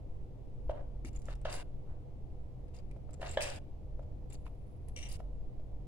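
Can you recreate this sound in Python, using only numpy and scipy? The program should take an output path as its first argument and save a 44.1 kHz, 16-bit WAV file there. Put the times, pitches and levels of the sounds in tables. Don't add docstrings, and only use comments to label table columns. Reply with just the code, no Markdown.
import sys
import numpy as np
from scipy import signal
from scipy.fft import rfft, irfft, next_fast_len
from scipy.io import wavfile
from scipy.ndimage import uniform_filter1d

SR = 44100
rng = np.random.default_rng(int(sys.argv[2]) if len(sys.argv) > 2 else 0)


def how_loud(loudness_db):
    steps = np.asarray(loudness_db, float) / 20
    return 10 ** steps


def store_wav(level_fs):
    pcm = np.round(np.clip(np.atleast_2d(level_fs), -1, 1) * 32767)
    wavfile.write(sys.argv[1], SR, pcm.T.astype(np.int16))


N = 258866

# frequency in Hz, wavering in Hz, level in dB.
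HUM_TONES = [(127.06, 4.3, -52.5), (190.2, 5.9, -66), (317.5, 11, -70.5)]
# frequency in Hz, level in dB per Hz.
AIR_SPECTRUM = [(180, -29), (300, -2), (343, -9), (372, -4), (462, -9), (494, -1), (528, -11), (574, -9),
                (762, -13.5), (1560, -35.5), (2140, -33), (10600, -49), (16000, -52)]
# frequency in Hz, likeness from 0 to 1.
LEFT_RIGHT_LIKENESS = [(250, 0.17), (500, 0.57), (1000, 0.043), (3000, 0.041), (15000, .05)]
# frequency in Hz, level in dB per Hz.
RUMBLE_SPECTRUM = [(2, 0), (10, 0), (20, -8), (32, -13), (41, 0.5), (50, -6), (62, -12), (76, -4.5),
                   (97, -13), (125, -14.5), (155, -21.5), (230, -26.5), (300, -26.5), (400, -57.5),
                   (700, -150)]
# time in seconds, level in dB.
DEEP_SWELL = [(0.0, -46.5), (0.1, -40.5), (0.38, -46), (0.57, -39.5), (1.68, -41.5), (1.83, -44),
              (2.5, -44.5), (2.84, -44), (3.01, -43.5), (3.3, -45), (4.01, -43), (4.1, -48.5),
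              (4.27, -39.5), (4.84, -49), (4.95, -44), (5.5, -37), (5.72, -45.5), (5.87, -42.5)]
# start in seconds, length in seconds, level in dB.
SLIDES = [
    (.64, 0.044, -67),
    (4.36, 0.42, -72.5),
    (4.812, 0.14, -69.5),
]
# start in seconds, length in seconds, force in dB,
# brightness in dB, grip in dB by which the first mode of a group leads.
SCRAPES = [(0.69, 0.024, -50.5, -14.5, -11), (1.051, 0.044, -60.5, 8, 9.5), (1.15, .032, -75.5, 11.5, -11),
           (1.19, 0.054, -72, 12.5, -13), (1.29, 0.06, -55, -10, -4), (1.45, .044, -50.5, -33, -5.5),
           (1.496, 0.028, -53, -2, 3), (1.524, 0.043, -50, 4, 10.5), (1.565, 0.052, -56, -2.5, 0),
           (2.74, 0.039, -60.5, -1.5, -1), (3.211, 0.046, -54, -8, 0.5), (3.259, 0.049, -50.5, -13, 0.5),
           (3.312, 0.04, -56, -1.5, 6), (3.404, .016, -43, -7, 22), (3.415, 0.028, -48.5, 6.5, 14.5),
           (3.447, 0.062, -48.5, -1.5, 21), (3.513, 0.066, -56.5, -1.5, 10.5), (4.29, 0.024, -67.5, 8, 1.5),
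           (4.323, 0.025, -60, 7, 3.5), (4.963, 0.069, -58.5, 6.5, -4.5), (5.022, 0.051, -62.5, 5.5, -3),
           (5.087, 0.041, -63.5, 14.5, 5.5), (5.115, 0.047, -58.5, 7.5, 2)]
# frequency in Hz, width in Hz, level in dB.
STEEL_GROUPS = [
    [(2370, 570, -2.5), (2780, 160, 4.5), (2860, 2040, 7)],
    [(4950, 700, 2.5), (5860, 380, -7), (4700, 3000, 10)],
    [(7440, 690, 11.5), (8060, 160, 7), (7680, 1700, 0)],
    [(10700, 790, -6), (11900, 410, -5), (15680, 500, -12), (10350, 1200, -4)],
]
GROUP_DB = [-7, -2, -5]
GROUP_BRIGHT = [0.97, 0.78, 0.99]
GROUP_GRIP = [0.54, 1.2, .15]
# time in seconds, peak in dB, lowest mode in Hz, side mode in dB,
# hardness in dB that wakes the two upper modes.
KNOCKS = [(0.6956, -24, 614, -17.5, -17.5), (1.285, -43.5, 620, -5.5, -3.5), (1.454, -32.5, 626, -11, -8),
          (1.874, -54, 466, -4, -27), (2.963, -46.5, 584, -8.5, -30), (3.091, -46, 610, -4.5, -37),
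          (3.196, -42.5, 508, -24, -21), (3.217, -41.5, 686, -8, -11), (3.229, -37, 640, -15.5, -6),
          (3.373, -24.5, 592, -33, -5), (3.993, -39, 598, -12, -31), (4.465, -49.5, 1020, -6, -9),
          (5.202, -40, 670, -9.5, -16.5), (5.595, -48, 616, -16.5, -27.5)]
# time in seconds, peak in dB, lowest mode in Hz,
# side mode in dB, hardness in dB.
THUMPS = [
    (1.047, -46.5, 331, -10.5, -33),
    (1.046, -51, 247, -30, -32),
]
# frequency in Hz, width in Hz.
BOX_MODES = [(1300, 160), (1740, 120), (3050, 210)]
# start in seconds, length in seconds, level in dB.
CREAKS = [(0.704, .05, -44), (.757, .06, -44), (1.289, 0.043, -48), (1.462, 0.085, -42), (1.548, .085, -48),
          (1.882, 0.11, -51.5), (3.223, 0.035, -44.5), (3.257, 0.042, -46), (3.377, .08, -39.5),
          (3.456, 0.067, -45), (3.517, 0.055, -57)]
# frequency in Hz, width in Hz, level in dB.
CREAK_MODES = [(745, 160, 7), (784, 450, 6.5), (1220, 380, -0.5), (1437, 130, 1), (1850, 440, -7)]
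# time in seconds, peak in dB, ringing in Hz, crack in dB.
TICKS = [(1.1307, -50, 7200, -6), (1.161, -44.5, 7030, -13), (1.1898, -52.5, 7300, 0),
         (1.2176, -62, 4970, 10), (1.255, -50, 7560, 5), (1.3284, -67, 4700, 8), (1.3526, -62, 5300, 15),
         (1.414, -61.5, 8960, 11), (1.5249, -47.5, 4950, -2.5), (1.5507, -42, 10600, -16),
         (2.7487, -57.5, 6930, -7), (2.7644, -56, 5080, 0), (2.7867, -56, 4700, -2),
         (3.1075, -64, 5130, 13), (3.1324, -48, 7560, -11), (3.1404, -50.5, 7150, .1),
         (3.2794, -50, 7100, -11), (3.293, -41, 7300, -8.7), (3.3109, -40.5, 7590, -16),
         (3.4222, -32.5, 8080, 1), (3.5, -50, 4550, 9.5), (3.5598, -55.5, 4970, 4), (4.0262, -68, 7370, -7),
         (4.302, -48, 7440, -7), (4.3296, -42.5, 7220, -7), (4.352, -55, 4510, 0),
         (4.8843, -49.5, 10940, -7), (5.0877, -60, 4910, 6), (5.1135, -52.5, 4840, 8),
         (5.126, -43, 10750, -5)]
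# time in seconds, peak in dB, ringing in Hz, crack in dB.
CLACKS = [(1.048, -44, 2260, 1), (2.6806, -61, 2600, -4), (2.9119, -47.5, 2350, -2),
          (3.407, -32.5, 2560, -5), (4.9613, -44.5, 2790, -5.5), (4.9622, -43, 5800, -9),
          (4.9628, -48.5, 8100, -14), (4.8848, -54, 8140, -9), (1.0495, -51.5, 7100, -2),
          (3.3722, -46, 3900, -12.5), (4.4655, -52, 2560, -16)]
# start in seconds, length in seconds, level in dB.
PIVOT_RUBS = [
    (1.05, .046, -58),
    (4.961, .117, -46.5),
    (3.41, .1, -49.5),
]
# frequency in Hz, width in Hz, level in dB.
PIVOT_MODES = [(2350, 260, -2), (2820, 330, 2), (5800, 450, -3), (8100, 700, -8)]
# frequency in Hz, time to fall 60 dB in seconds.
ROOM_T60 = [(300, 0.68), (600, 0.57), (1500, 0.55), (3000, 0.7), (6000, 0.36), (11000, 0.38)]
# frequency in Hz, left minus right in dB.
PORT_LEAN = [(60, 1.5), (150, -1), (380, -0.5), (950, 0.5), (2380, -0.5), (5980, 6.5), (15000, -8.5)]
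# frequency in Hz, gain in dB.
MICROPHONE = [(1000, 4), (9000, 0.2), (11200, -1.5), (12000, -13), (13800, -6.5), (15500, -5)]
# frequency in Hz, gain in dB.
SHUT_GATE = [(200, -0.5), (450, -6), (1000, -13.5), (2000, -20.5), (8000, -19), (16000, -11.5)]
# opens in seconds, shuts in seconds, width in dB.
GATE_OPENINGS = [(0.704, 0.719, -12), (0.726, 0.815, -21), (1.045, 1.093, -8.5), (1.147, 1.177, -5),
                 (1.242, 1.28, -12.5), (1.262, 1.34, -6), (1.448, 1.63, -1.6), (1.865, 1.957, -30),
                 (2.738, 2.805, -8.5), (3.13, 3.15, -6.5), (3.207, 3.589, -1.5), (4.299, 4.355, -8.5),
                 (4.455, 4.482, -5.5), (4.881, 4.901, -7.5), (4.96, 5.08, -6.5), (5.082, 5.17, -5),
                 (5.192, 5.21, -11)]

AIR_DB = -61
DEEP_REFERENCE_DB, MIDDLE_DB, ROCK = -44, -53.5, 0.76
HUM_TURN = 0.9
SLIPS_PER_S, SLIP_SPREAD_DB, CLUMP_DB = 1400, 6.5, 2.5
BITE_S, BITE_DB = 0.0032, -4.5
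SCRAPE_EASE, CREAK_EASE, SLIDE_EASE, PIVOT_EASE = 83, 50, -11, 47
CONTACT_TURNS = 5.2
UPPER_DB = -3.5
TICK_T60_S, CLACK_T60_S = 0.012, 0.009
BRIEF_OPEN_S, TICK_WIDE_DB, KNOCK_WIDE_DB = 0.011, -13.5, -17
BAND_EDGE_HZ = 15780


def evened(x):
    return x / np.sqrt(np.mean(x ** 2) + 1e-20)


def read(points, hz):
    f, value = np.transpose(points)
    return np.interp(np.log(hz + 1), np.log(f + 1), value)


def add(mix, s, sound):
    part = mix[round(s * SR):][:len(sound)]
    part += sound[:len(part)]


def level(s, db):
    return how_loud(np.interp(np.arange(N) / SR, s, db, -140, -140))


def coloured(x, points, scale=1):
    size = next_fast_len(N)
    gain = how_loud(scale * read(points, np.fft.rfftfreq(size, 1 / SR)))
    return irfft(rfft(x, size) * gain, size)[..., :N]


def resonate(x, hz, width):
    r = np.exp(-np.pi * width / SR)
    return signal.lfilter([1 - r, 0, r - 1], [1, -2 * r * np.cos(2 * np.pi * hz / SR), r * r], x)


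def resonate_twice(x, hz, width):
    return resonate(resonate(x, hz, width), hz, width)


def lowpass(x, hz):
    return signal.sosfiltfilt(signal.butter(4, hz, fs=SR, output="sos"), x)


def noise(points):
    hz = np.fft.rfftfreq(4096, 1 / SR)
    a, b, c, d, patches = rng.standard_normal((N // 1024 + 5, 2049, 5)).T
    patches = uniform_filter1d(patches, size=30, axis=0)
    patches = evened(uniform_filter1d(patches, size=4, axis=1))
    same = np.clip(read(LEFT_RIGHT_LIKENESS, hz), -1, 1)[:, None]
    left = a + 1j * b
    right = same * left + np.sqrt(1 - same ** 2) * (c + 1j * d)
    z = np.array([left, right]) * how_loud(read(points, hz)[:, None] + 0.28 * patches)
    return evened(signal.istft(z, nperseg=4096, noverlap=3072)[1][:, :N])


def machine_hum():
    out = np.zeros((2, N))
    for hz, width, db in HUM_TONES:
        drift = evened(resonate(rng.standard_normal(N), 3.3, 6.55))
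        wavering_hz = hz + width * np.roll(drift, 9000)
        phase = 2 * np.pi * np.cumsum(wavering_hz) / SR
        out += how_loud(db + 0.38 * drift) * np.sin(phase + np.array([[HUM_TURN], [0]]))
    return out


def room_air():
    return how_loud(AIR_DB - 4) * coloured(noise(AIR_SPECTRUM), SHUT_GATE, scale=-1)


def rumble():
    shared, *own = rng.standard_normal((3, N))
    x = coloured(shared + 0.45 * np.array(own), RUMBLE_SPECTRUM)
    deep, lower = lowpass(x, 60), lowpass(x, 105)
    s, deep_db = np.transpose(DEEP_SWELL)
    middle_db = MIDDLE_DB - ROCK * (deep_db - DEEP_REFERENCE_DB)
    swelling = evened(deep) * level(s, deep_db) + evened(lower - deep) * level(s, middle_db)
    return swelling + evened(x - lower) * how_loud(-57)


def slipping(modes):
    jumps = how_loud(SLIP_SPREAD_DB * np.minimum(rng.exponential(1, N), 3.5))
    slips = jumps * (rng.random(N) < SLIPS_PER_S / SR)
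    slips = evened(slips * rng.choice([-1., 1.], N))
    rasp = rng.standard_normal(N)
    clumps = uniform_filter1d(rasp[::-1], size=300)
    clumps = evened(uniform_filter1d(clumps, size=300))
    slips = (slips + 0.63 * rasp) * how_loud(CLUMP_DB * clumps)
    return [how_loud(db) * evened(resonate_twice(slips, hz, width * 1.5)) for hz, width, db in modes]


def stroke(s, length, db, ease_db_per_s):
    times = [s, s + BITE_S, s + max(length, 2 * BITE_S)]
    return level(times, [db + BITE_DB, db, db - ease_db_per_s * length])


def strokes(rows, ease_db_per_s):
    return sum(stroke(*row, ease_db_per_s) for row in rows)


def scrapes():
    *lower, top = (slipping(group) for group in STEEL_GROUPS)
    top = evened(sum(top))
    out = top * strokes(SLIDES, SLIDE_EASE)
    for s, length, db, bright_db, grip_db in SCRAPES:
        groups = []
        for (first, second, hiss), share in zip(lower, GROUP_GRIP):
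            lean = share * grip_db
            groups.append(evened(how_loud(lean) * first + how_loud(-lean) * second + hiss))
        sound, *above = groups + [top]
        for group, group_db, share in zip(above, GROUP_DB, GROUP_BRIGHT):
            sound = sound + how_loud(group_db + share * bright_db) * group
        out += sound * stroke(s, length, db, SCRAPE_EASE)
    return out


def ring(hz, width, onset):
    t = np.arange(3000) / SR
    shape = (1 - np.exp(-t / onset)) * np.exp(-np.pi * width * t)
    return shape / shape.max() * np.sin(2 * np.pi * hz * t)


def knocks():
    out, t = np.zeros(N), np.arange(3000) / SR
    for s, db, hz, side_db, hard_db in KNOCKS + THUMPS:
        grit = rng.standard_normal(3000) * np.exp(-t / 0.005)
        contact = np.sin(np.pi * np.minimum(t * hz / CONTACT_TURNS, 1) ** 0.69)
        body = contact * np.sin(2 * np.pi * hz * t)
        body += how_loud(-5.5) * ring(1.39 * hz, 151.3, 0.00095)
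        for (mode_hz, width), mode_db in zip(BOX_MODES, [side_db, hard_db, hard_db + UPPER_DB]):
            rough = resonate_twice(grit, mode_hz, 1100)
            body += how_loud(mode_db) * (ring(mode_hz, width, 0.0012) + 2.2 * rough)
        add(out, s - 0.001, how_loud(db) * body)
    return out


def creaks():
    return how_loud(-2.5) * evened(sum(slipping(CREAK_MODES))) * strokes(CREAKS, CREAK_EASE)


def ticks():
    out = np.zeros(N)
    fade = np.exp(-np.arange(3000) / SR / 0.0013)
    for rows, t60 in [(TICKS, TICK_T60_S), (CLACKS, CLACK_T60_S)]:
        for s, db, hz, crack_db in rows:
            crack = resonate_twice(rng.standard_normal(3000) * fade, 7500, 6500)
            add(out, s, how_loud(db) * (ring(hz, 2.5 / t60, 0.00063) + how_loud(crack_db) * crack))
    return out


def pivot():
    return evened(sum(slipping(PIVOT_MODES))) * strokes(PIVOT_RUBS, PIVOT_EASE)


def room(x, first, early):
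    taps = np.zeros((2, SR))
    at = np.arange(first, SR - 20, 20)
    at = at + rng.integers(0, 20, (2, len(at)))
    np.put_along_axis(taps, at, rng.choice([-1., 1.], at.shape), 1)
    taps *= 1 + early * np.exp(-np.arange(SR) / SR / 0.0012)
    hz, t, z = signal.stft(taps, SR, nperseg=256)
    fading = how_loud(-60 * t / read(ROOM_T60, hz)[:, None])
    tail = signal.istft(z * fading, SR, nperseg=256)[1]
    return signal.fftconvolve(x[None], tail / np.linalg.norm(tail[0]), axes=1)[:, :N]


def scene():
    box, jaws = knocks(), ticks()
    rub = scrapes() + creaks() + pivot()
    near = box + how_loud(-6) * jaws + how_loud(-4.5) * rub
    echoes = room(how_loud(-4) * box, 350, 0.12) + room(how_loud(5) * jaws + how_loud(-3) * rub, 20, 16.7)
    left, right = echoes + [np.roll(near, 4), near]
    left = coloured(left, PORT_LEAN, scale=1 / 2)
    right = coloured(right, PORT_LEAN, scale=-1 / 2)
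    background = machine_hum() + room_air() + rumble()
    return coloured(np.array([left, right]), MICROPHONE) + background


def gate():
    brief = [(s, s + BRIEF_OPEN_S, TICK_WIDE_DB) for s, *_ in TICKS + CLACKS]
    brief += [(s, s + BRIEF_OPEN_S, KNOCK_WIDE_DB) for s, *_ in KNOCKS]
    wide = np.zeros(N)
    for opens, shuts, db in brief + GATE_OPENINGS:
        wide[round(opens * SR):round(shuts * SR)] = min(how_loud(db), 1)
    return uniform_filter1d(wide, size=130)


def band_limit(x):
    return signal.sosfilt(signal.butter(12, 16240, fs=SR, output="sos"), x)


def record(dry):
    shut = coloured(dry, SHUT_GATE)
    hiss = how_loud(AIR_DB - 0.87) * noise(AIR_SPECTRUM)
    gated = shut + gate() * (dry - shut) + hiss
    edge = signal.firwin(511, BAND_EDGE_HZ, window=("kaiser", 9), fs=SR)
    mix = signal.oaconvolve(gated, edge[None], "same", axes=1)
    return band_limit(mix)


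dry = scene()
out = record(dry)
store_wav(out)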